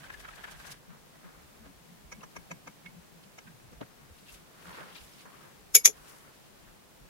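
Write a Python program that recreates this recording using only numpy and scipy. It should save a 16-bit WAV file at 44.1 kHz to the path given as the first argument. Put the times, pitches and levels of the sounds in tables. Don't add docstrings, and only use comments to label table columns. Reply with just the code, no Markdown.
import sys
import numpy as np
from scipy import signal
from scipy.fft import rfft, irfft, next_fast_len
from scipy.io import wavfile

SR = 44100
rng = np.random.default_rng(int(sys.argv[2]) if len(sys.argv) > 2 else 0)


def attenuation_scalar(level_db):
    decades = np.asarray(level_db, float) / 20
    return 10 ** decades


def wav_out(sig):
    wavfile.write(sys.argv[1], SR, np.round(np.clip(np.atleast_2d(sig).T, -1, 1) * 32767).astype(np.int16))


N = 312669
TIME = np.arange(N) / SR


def rms_one(x):
    return x / np.sqrt(np.mean(x ** 2) + 1e-20)


def noise():
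    return rng.standard_normal((2, N))


def gains(rows):
    s, db = np.transpose(rows)
    return attenuation_scalar(np.interp(TIME, s, db)) * (TIME < s[-1])


def swells(rows):
    coarse = TIME[::32]
    power = 1e-20
    for s, db, rise, fall in rows:
        late = coarse - s
        times_passed = np.where(late < 0, -late / max(rise, .003), late / max(fall, .003))
        power = power + attenuation_scalar(2 * (db - 12 * times_passed))
    return np.interp(TIME, coarse, np.sqrt(power))


def bump_shape(ms, rise_ms, fall_ms):
    return np.exp(-(ms / np.where(ms < 0, rise_ms, fall_ms)) ** 2)


def drift(rate_hz):
    r = np.exp(-2 * np.pi * rate_hz / SR)
    wander = signal.lfilter([1], [1, -2 * r, r * r], rng.standard_normal((2, N + SR)))
    return rms_one(wander[:, SR:])


def coloured(x, spectrum):
    size = next_fast_len(x.shape[-1])
    hz, db = np.transpose(spectrum)
    bins_hz = np.arange(size // 2 + 1) * SR / size
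    curve = np.interp(np.log(bins_hz + 1), np.log(hz), db, left=-90, right=-90)
    return irfft(rfft(x, size) * attenuation_scalar(curve), size)[..., :x.shape[-1]]


def resonator(x, hz, r):
    return signal.lfilter([1, 0, -1], [1, -2 * r * np.cos(2 * np.pi * hz / SR), r * r], x)


def resonant(x, peaks):
    out = 0
    for k, (hz, width, db) in enumerate(peaks):
        r = np.exp(-np.pi * max(width, 10) / SR)
        out = out + (-1) ** k * attenuation_scalar(db) * (1 - r) * resonator(x, hz, r)
    return out


def friction(per_s, spread_db):
    sizes = attenuation_scalar(spread_db * np.minimum(rng.exponential(size=(2, N)), 5))
    signs = rng.choice([-1, 1], (2, N))
    return sizes * signs * (rng.random((2, N)) < per_s / SR)


def contact(size, at, rise_ms, fall_ms):
    ms = (np.arange(size) - at) * 1000 / SR
    swell = np.exp(np.where(ms < 0, ms / max(rise_ms, .1), -ms / max(fall_ms, .1)))
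    return rng.standard_normal((2, size)) * swell


def peak_one(x):
    return x / np.abs(x).max()


def struck(force, modes):
    out = 0
    for hz, db, t60 in modes:
        soft = signal.lfilter(*signal.butter(1, min(1.5 * hz, .4 * SR), fs=SR), force)
        ring = resonator(soft, hz, attenuation_scalar(-60 / (t60 * SR)))
        strength = attenuation_scalar(db + 2.8 * rng.standard_normal((2, 1)))
        out = out + strength * ring / np.abs(ring).max(axis=1, keepdims=True)
    return peak_one(out)


def add(track, sound, s):
    i = round(s * SR)
    track[:, i:i + sound.shape[1]] += sound[:, :N - i]


def knocks(table, near_db, far_db):
    out = np.zeros((2, N))
    neighbours = ((.65, far_db), (.84, near_db), (1.16, near_db), (1.4, far_db))
    for s, db, hz, blur_ms, t60 in table:
        force = contact(SR // 5, SR // 25, 0.8 * blur_ms, blur_ms)
        others = [(ratio * hz, side_db, .55 * t60) for ratio, side_db in neighbours]
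        add(out, attenuation_scalar(db) * struck(force, [(hz, 0, t60)] + others), max(s - .04, 0))
    return out


def room():
    # pitch in Hz, level in dB per Hz.
    tone = [(12, -33), (20, -10), (53, -8.5), (96, -7), (179, -6.5), (289, -5.5), (452, -5.5),
            (4660, -17.5), (14700, -22), (16500, -21)]
    level_db = -60
    return attenuation_scalar(level_db + 2.5 + .5 * drift(3)) * rms_one(coloured(noise(), tone))


def slicker():
    # time in seconds, level of the leather in dB.
    strokes = [
        (0.0, -59),
        (0.33, -60),
        (0.494, -57),
        (0.588, -57.5),
        (0.708, -54.5),
        (0.78, -68),
    ]
    # pitch in Hz, width in Hz, level in dB.
    wallet = [(700, 770, -8.5), (1270, 430, -5), (1640, 210, -2), (2400, 700, -10), (3200, 850, -13)]
    # pitch in Hz, level in dB per Hz.
    scratch_tone = [(2000, -7), (3000, -0.5), (5000, -2), (8000, -3.5), (12000, -6), (16000, -17)]
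    # time in seconds, level in dB.
    swishes = [(.0, -61), (.052, -55), (.135, -52), (.21, -51.5), (.29, -55.5), (.36, -52.5), (.44, -57),
               (.52, -50), (.60, -54), (.668, -45.5), (.722, -42)]
    # time in seconds, peak in dB, pitch in Hz.
    turns = [(0.0094, -45, 1540), (0.0444, -54, 1670), (0.0997, -35.5, 1670), (0.1388, -40, 1720),
             (0.1994, -53.5, 1750), (0.251, -42.5, 1420), (0.2855, -39, 1300), (0.3336, -47, 1630),
             (0.385, -52, 1730), (0.4402, -35, 1705), (0.485, -43.5, 1540), (0.5294, -57, 1400),
             (0.6, -44.5, 1520), (0.6444, -51, 1740), (0.6931, -43, 1680)]

    pressure = gains(strokes)
    body = attenuation_scalar(-0.5 + 3.2 * drift(35)) * pressure * rms_one(resonant(friction(5000, spread_db=3.2), wallet))

    scratch_gain = pressure * attenuation_scalar(-8.5)
    for s, db in swishes:
        scratch_gain = scratch_gain + attenuation_scalar(db - 10.0) * bump_shape((TIME - s) * 1000, rise_ms=14.0, fall_ms=12.0)
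    grit = rms_one(coloured(friction(9000, spread_db=3.0), scratch_tone))
    scratch = attenuation_scalar(-2.0) * scratch_gain * attenuation_scalar(3.1 * drift(30)) * grit

    blows = [(s, db, hz, 4.3 + .08 * (db + 45), .036) for s, db, hz in turns]
    turning = np.roll(knocks(blows, near_db=-7.5, far_db=-17.0), round(.003 * SR), axis=1)
    return body + scratch + turning


def bench():
    # pitch in Hz, width in Hz, level in dB.
    top_modes = [(145, 46, -2), (178, 48, 0), (215, 62, -5)]
    # time in seconds, level in dB, dying time in seconds.
    top_jolts = [(0.0, -60, .3), (.5, -60, .25), (.72, -59, .12), (.94, -59, .1), (1.3, -63, .3),
                 (1.66, -56, .08), (1.92, -58, .16), (2.2, -58, .1), (2.39, -60, .05), (2.53, -49.5, .05),
                 (2.69, -55, .05), (2.865, -54, .17), (3.16, -61, .15), (3.47, -56, .12), (3.83, -56, .05),
                 (4.03, -61, .05), (4.7, -54, .07), (4.82, -60, .08), (5.4, -63, .3), (6.69, -62, .08),
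                 (7.07, -61, .1)]
    # time in seconds, level in dB, dying time in seconds.
    frame_jolts = [(.08, -57.5, .6), (.6, -63, .3), (1.38, -61, .08), (1.62, -58, .05), (1.78, -63, .04),
                   (2.07, -58, .12), (2.41, -63, .08), (3.69, -57, .05), (3.78, -55, .03), (4.11, -54, .05),
                   (4.35, -60, .07), (4.7, -58, .04), (5.03, -57, .05), (5.6, -66, .8), (6.68, -62, .07),
                   (7.03, -57, .04)]

    top_swell = swells([(s, db, .05, fall) for s, db, fall in top_jolts])
    frame_swell = swells([(s, db, .07, fall) for s, db, fall in frame_jolts])
    top = np.hypot(attenuation_scalar(-67.5), attenuation_scalar(-4.5) * top_swell)
    frame = np.hypot(attenuation_scalar(-74), frame_swell)
    hum = rms_one(resonant(noise(), top_modes))
    rumble = rms_one(coloured(noise(), [(18, -17), (40, 3.5), (70, -2), (120, -6)]))
    return attenuation_scalar(-1.0) * top * hum + attenuation_scalar(-4.0) * frame * rumble


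def creases():
    # time in seconds, level in dB, pitch in Hz.
    folds = [(.905, -52, 1500), (1.25, -54, 1500), (1.29, -52, 1500), (1.35, -55, 1400), (2.21, -51, 2700),
             (2.218, -50, 1100), (2.248, -50, 1100), (3.6, -54, 1200), (4.656, -47, 1380),
             (4.683, -47, 990), (4.695, -43, 1320), (4.707, -44, 1350), (4.715, -46, 990),
             (4.729, -48, 940), (4.748, -47, 1740), (4.756, -53, 3910), (4.76, -50, 2200),
             (4.773, -43, 1160), (4.775, -48, 2260), (4.782, -44, 520), (4.785, -45, 1350),
             (4.802, -45, 1160), (4.806, -50, 2810), (4.813, -44, 550), (4.831, -48, 1740),
             (4.837, -47, 1240), (4.925, -53, 3200), (4.961, -47, 2500), (4.964, -47, 3970),
             (4.972, -52, 3220), (5.01, -54, 2800), (5.137, -54, 5200), (5.192, -56, 4500)]
    # time in seconds, level in dB, pitch in Hz.
    catches = [(.005, -52, 3200), (.145, -52, 2650), (.196, -52, 3300), (.254, -47, 2250),
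               (.287, -47, 2240), (.308, -49, 2200), (.34, -49, 2650), (.451, -49, 2170), (.526, -55, 6430),
               (.531, -56, 4670), (.6, -55, 4500), (.655, -55, 6280), (.681, -51, 6210), (.724, -48, 5100)]
    blur_ms, t60_s = 2.2, .02
    snaps = [(s, db, hz, blur_ms, t60_s) for s, db, hz in folds + catches]
    return attenuation_scalar(4.5) * knocks(snaps, near_db=-10.0, far_db=-17.0)


def thumps():
    # time in seconds, left level in dB, pitch in Hz.
    in_step = [(.021, -57, 147), (.712, -54, 143), (.94, -58, 220), (1.624, -54, 224), (1.692, -55, 176),
               (1.696, -60, 279), (1.929, -53, 176), (2.188, -53, 217), (2.523, -49, 176),
               (2.693, -54, 180), (2.68, -63, 279), (2.875, -48, 176), (2.981, -50, 173), (3.168, -54, 169),
               (3.27, -58, 195), (3.477, -55, 228), (3.498, -53, 173), (3.647, -56, 125), (3.736, -59, 224),
               (3.825, -52, 125), (4.03, -58, 140), (4.23, -58, 192), (4.681, -50, 180), (4.94, -59, 170),
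               (7.03, -57, 146)]
    # time in seconds, left level in dB, pitch in Hz.
    heaves = [(.153, -58, 50), (.232, -58, 55), (.334, -58, 41), (.59, -58, 55), (1.36, -58, 50),
              (1.45, -60, 75), (1.66, -58, 60), (2.06, -58, 65), (2.15, -59, 60), (2.4, -59, 60),
              (3.0, -60, 70), (3.55, -57, 125), (3.776, -57, 55), (4.121, -57, 80), (4.342, -58, 41),
              (4.7, -58, 60), (5.03, -57, 60), (6.009, -60, 35), (6.695, -58, 36), (7.02, -59, 50)]
    # time in seconds, left level in dB, pitch in Hz.
    opposed = [(.187, -60, 110), (.555, -54, 143), (.903, -46, 173), (1.259, -46, 176), (1.29, -60, 270),
               (2.15, -52, 176), (2.26, -54, 176), (2.37, -61, 283), (2.387, -49, 173), (2.93, -54, 176),
               (3.727, -56, 176), (4.817, -56, 118), (4.834, -52, 180), (5.173, -60, 220),
               (5.267, -55, 180)]
    # pitch in Hz, level in dB.
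    right = [(60, -1), (120, -3), (176, -5), (225, -4), (280, 4)]

    out = np.zeros((2, N))
    ms = np.arange(-SR // 10, SR // 10) * 1000 / SR
    swell = bump_shape(ms, rise_ms=18.0, fall_ms=23.0)
    right_hz, right_db = np.transpose(right)
    for table, sign in ((in_step + heaves, 1), (opposed, -1)):
        for s, db, hz in table:
            note = attenuation_scalar(db + 2.5) * swell * np.sin(2 * np.pi * hz * ms / 1000)
            early = max(round((.1 - s) * SR), 0)
            sides = [1, sign * attenuation_scalar(np.interp(hz, right_hz, right_db))]
            add(out, np.outer(sides, note[early:]), max(s - .1, 0))
    return out


def hands():
    # peak in seconds, level in dB, swelling and dying times in seconds.
    slides = [(.95, -60, .1, .04), (1.158, -60, .02, .015), (1.25, -61, .04, .25), (1.658, -58.5, .03, .03),
              (3.984, -68, .08, .4), (4.32, -63, .04, .13), (4.685, -57, .07, .2), (4.785, -49.5, .18, .17),
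              (5.258, -58, .01, .08), (5.48, -59, .4, .05), (5.95, -64, .03, .2), (6.14, -58.5, .3, .05),
              (6.282, -59, .12, .05), (6.676, -63, .01, .05)]
    # peak in seconds, creak in dB, hiss in dB, swelling and dying times in seconds.
    rustles = [(1.654, -68, -75, .015, .06), (3.24, -63, -68, .015, .02), (4.18, -68, -66, .1, .1),
               (4.29, -61, -66, .04, .1), (4.344, -56, -55, .06, .03), (4.68, -64, -62, .12, .3),
               (4.79, -57, -64, .15, .12), (4.968, -56, -62, .07, .08), (5.05, -72, -61, .15, .05),
               (5.218, -61, -62, .2, .03), (5.44, -68.5, -68, .4, .08), (5.74, -70, -56, .02, .01),
               (5.97, -67, -66, .03, .08), (6.09, -66, -59, .12, .17), (6.334, -68, -71.5, .04, .2)]
    # pitch in Hz, level in dB per Hz.
    slide_tone = [(200, -10), (300, -5), (520, -3), (750, -7.5), (1050, -1), (1500, -2), (2200, -9),
                  (3000, -21.5), (4500, -31)]
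    # pitch in Hz, level in dB per Hz.
    creak_tone = [(1500, -12.5), (2200, -3), (2800, 0.5), (3800, -2), (5000, -5.5), (7000, -22)]
    # pitch in Hz, level in dB per Hz.
    hiss_tone = [(3500, -16), (5500, 0), (8000, -1), (11000, 0), (14000, -6.5), (16000, -9)]

    creak_gain = swells([(s, db, rise, fall) for s, db, _, rise, fall in rustles])
    hiss_gain = swells([(s, db, rise, fall) for s, _, db, rise, fall in rustles])
    slide = rms_one(coloured(friction(5500, spread_db=3.3), slide_tone))
    creak = rms_one(coloured(friction(8000, spread_db=2.5), creak_tone))
    hiss = rms_one(coloured(friction(14000, spread_db=4.5), hiss_tone))
    slide = swells(slides) * attenuation_scalar(2.0 * drift(15.5)) * slide
    creak = creak_gain * attenuation_scalar(3.7 * drift(36.3)) * creak
    hiss = hiss_gain * attenuation_scalar(1.8 * drift(30)) * hiss
    return attenuation_scalar(-2.0) * slide + attenuation_scalar(-3.0) * creak + attenuation_scalar(-3.0) * hiss


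def taps():
    # time in seconds, then thud, leather, shaft and knurl peaks in dB.
    hits = [(1.66, -53, -60.5, -69.5, -72.5), (2.121, -55.5, -48, -44.5, -46), (2.233, -56, -45, -60, -54),
            (2.363, -48, -43, -43, -46), (2.512, -44.5, -41.5, -40.5, -44),
            (2.674, -58, -45.5, -46.5, -50.5), (3.383, -62, -49.5, -49, -49.5), (3.729, -53, -59, -66, -64),
            (4.957, -63, -53, -54, -65), (5.204, -72.5, -70.5, -58.5, -60),
            (5.253, -59.5, -53, -71.5, -64.5)]
    # pitch in Hz, level in dB, seconds to fade 60 dB.
    thud = [(180, -6, 0.047), (290, 1.5, .07), (500, 11, 0.017)]
    # pitch in Hz, level in dB, seconds to fade 60 dB.
    leather = [(675, -1, 0.0071), (976, -1.5, 0.035), (1200, 4, 0.011), (1627, -2.5, 0.042)]
    # pitch in Hz, level in dB, seconds to fade 60 dB.
    shaft = [(2230, -1, 0.1), (2160, 9, .02), (2390, 3.5, 0.01), (3040, -8.5, 0.04), (3760, -4, .01)]
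    # pitch in Hz, level in dB, seconds to fade 60 dB.
    knurl = [(4500, 0, 0.007), (5500, 1, 0.015), (5890, 3, 0.029), (6480, 4, .01), (7100, -30, .008),
             (10270, -5, 0.008)]
    slap_tone = [(300, -20), (700, 0), (3000, -3), (4300, -9), (6200, -4), (8000, -11), (10400, -12), (13000, -24)]

    out = np.zeros((2, N))
    for s, *parts_db in hits:
        force = contact(SR // 5, SR // 40, rise_ms=5.0, fall_ms=4.8)
        slap = peak_one(coloured(force, slap_tone))
        add(out, attenuation_scalar(max(parts_db[1:]) - 1.5) * slap, s - .021)
        for part_db, modes, trim_db in zip(parts_db, (thud, leather, shaft, knurl), (2.7, 4.9, 3.8, 2.2)):
            held = [(hz * (1 + .012 * rng.standard_normal()), *rest) for hz, *rest in modes]
            add(out, attenuation_scalar(part_db + trim_db) * struck(force, held), s - .021)
    return out


def lingers():
    # time in seconds, level in dB, pitch in Hz, blur in ms, seconds to fade 60 dB.
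    notes_left = [(2.126, -41, 2230, 2.0, .03), (2.137, -45, 2230, 1.5, .03), (2.147, -51, 2230, 1.5, .03),
                  (2.158, -54, 2230, 2.0, .03), (2.236, -52, 3000, 3.0, .03), (3.389, -47, 3000, 3.0, .02),
                  (5.757, -32, 430, 5.0, .08), (5.755, -23, 2390, 3.0, .05), (5.81, -46, 2240, 6.0, .08),
                  (5.8, -46, 5010, 8.0, .06), (5.78, -34, 11290, 8.0, .08), (5.76, -36, 14900, 6.0, .08),
                  (5.8545, -17.5, 11300, 1.5, .03), (5.858, -25, 8540, 2.5, .06),
                  (5.885, -35, 11280, 9.0, .09), (5.875, -29, 6815, 7.0, .08), (5.862, -31, 2907, 3.0, .05),
                  (5.856, -36, 14800, 6.0, .09)]
    return knocks(notes_left, near_db=-22.0, far_db=-32.0)


def hollows():
    # time in seconds, level in dB, pitch in Hz, blur in ms, seconds to fade 60 dB.
    hollow_notes = [(5.7505, -27, 1500, 1.2, .03), (5.752, -31.5, 480, 3.5, .08), (5.768, -36, 500, 6, .07),
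                    (5.758, -20.5, 2320, 1.8, .04), (5.768, -26, 2240, 5.0, .065),
                    (5.755, -9, 6805, 3.5, .06), (5.859, -13, 6815, 2.0, .06), (5.858, -17, 3400, 1.8, .05),
                    (5.859, -25.5, 2400, 2.0, .04), (5.874, -25, 2410, 2.8, .04),
                    (5.858, -35.5, 457, 3.0, .06), (5.879, -32, 500, 5.2, .07), (5.893, -33, 434, 6.4, .07),
                    (5.885, -43, 340, 6.0, .07), (2.8625, -34.5, 2200, 4.0, .06)]
    return knocks(hollow_notes, near_db=-16.0, far_db=-29.0)


def bumps():
    # time in seconds, level in dB, pitch in Hz, blur in ms, seconds to fade 60 dB.
    blows = [(4.292, -43, 2700, 9.0, .025), (4.963, -43, 3900, 2.5, .006), (5.262, -46, 1100, 5.0, .012),
             (3.478, -43, 1600, 7.7, .02), (3.8135, -38.5, 3100, 3.0, .004), (3.815, -40, 1200, 4.6, 0.011),
             (3.828, -42, 1500, 9.0, .01), (3.815, -32, 290, 2.9, 0.068), (3.816, -33, 550, 5.5, .03),
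             (3.829, -41, 180, 3.9, 0.074)]
    return knocks(blows, near_db=-13.0, far_db=-14.0)


def rattle(contacts, modes, crack_tone, ring_db, crack_db, tail_db, t60):
    start, size = contacts[0][0] - .04, SR // 4
    force = sum(attenuation_scalar(db) * contact(size, (s - start) * SR, rise, fall) for s, db, rise, fall in contacts)
    damped = [(hz, db, min(0.19 * decay, .05)) for hz, db, decay in modes]
    crack = peak_one(coloured(force, crack_tone))
    direct = attenuation_scalar(ring_db) * struck(force, damped) + attenuation_scalar(crack_db) * crack
    echoes = rng.standard_normal((2, size)) * attenuation_scalar(-60 * TIME[:size] / t60)
    echoes = echoes / np.sqrt(np.sum(echoes ** 2))
    tail = signal.fftconvolve(direct, echoes, axes=1)[:, :size]
    out = np.zeros((2, N))
    add(out, (direct + attenuation_scalar(tail_db) * tail) * attenuation_scalar([[0], [-2.2]]), start)
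    return out


def clasp():
    # time in seconds, level in dB, rise in ms, fall in ms.
    contacts_one = [(5.7497, -7, 1.6, 1.6), (5.7535, 0, 2.5, 1.5), (5.757, -4, 1.8, 2.5),
                    (5.764, -7.5, 1.4, 2.5), (5.768, -16, 1.3, 2.5), (5.778, -30, 3.6, 6.0)]
    contacts_two = [(5.8515, -14.5, 3.2, 1.2), (5.8545, -6, 1.5, 2.2), (5.8585, 0.5, 1.5, 1.8),
                    (5.867, -16, 2.5, 3.0), (5.877, -23.5, 3.0, 6.0)]
    # pitch in Hz, level in dB, seconds to fade 60 dB.
    ring_one = [(517, -30, 0.13), (2250, -24, 0.2), (2902, -29, 0.15), (3535, -25, 0.075),
                (3895, -20.5, 0.044), (6072, -15.5, 0.11), (6800, 1.5, 0.08), (8037, -24, 0.081),
                (8204, -28.5, 0.11), (8489, -10.5, 0.041), (8861, -18.5, 0.07), (10720, -15, 0.073),
                (11270, -1.5, 0.063), (11470, -7.5, 0.066), (11630, -11.5, 0.055), (12610, -19.5, 0.084),
                (13330, -34.5, 0.085), (14580, -30.5, 0.089)]
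    ring_two = [(498, -31, 0.26), (2400, -11, 0.072), (2907, -25, 0.11), (3340, -13.5, 0.13),
                (4270, -23, 0.11), (4877, -28, 0.074), (5070, -21, 0.11), (5986, -2, 0.08),
                (6800, 4.5, 0.08), (8160, -14, 0.05), (9329, -12.5, 0.053), (10800, -20.5, 0.061),
                (11220, -2, 0.079), (11280, -9.5, 0.1), (11440, -5, 0.047), (11730, -8.5, 0.078),
                (12870, -29.5, 0.11), (14810, -29, 0.11)]
    # pitch in Hz, level in dB per Hz.
    crack_one = [(350, -55.5), (600, -26.5), (1680, -27), (2400, -13), (4340, -21), (5330, -1), (5950, -11),
                 (6640, -4), (9490, -21.5), (11500, -5), (13600, -31), (16000, -28)]
    crack_two = [(350, -59.5), (600, -31.5), (1570, -31), (2240, -17), (3120, -26), (3390, -11),
                 (4580, -22), (6200, 0), (7310, -10.5), (9620, -21), (11300, -10), (13400, -36),
                 (16000, -40)]
    first = rattle(contacts_one, ring_one, crack_one, ring_db=-1.5, crack_db=-3.5, tail_db=-5.0, t60=.1)
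    second = rattle(contacts_two, ring_two, crack_two, ring_db=-2.0, crack_db=-0.8, tail_db=-5.5, t60=0.092)
    return first + second


def scene():
    near = attenuation_scalar(4.5) * (slicker() + bench() + hands() + taps()) * attenuation_scalar([[.7], [-.7]])
    floor = room() * attenuation_scalar([[.3], [-.3]])
    return floor + near + creases() + thumps() + lingers() + hollows() + bumps() + clasp()


def roll_off(x):
    return signal.sosfilt(signal.butter(12, 16820, fs=SR, output="sos"), x)


def record(dry):
    finished = coloured(np.clip(dry, -1, 1), [(5, 0), (15850, 0)])
    return roll_off(finished)


dry = scene()
out = record(dry)
wav_out(out)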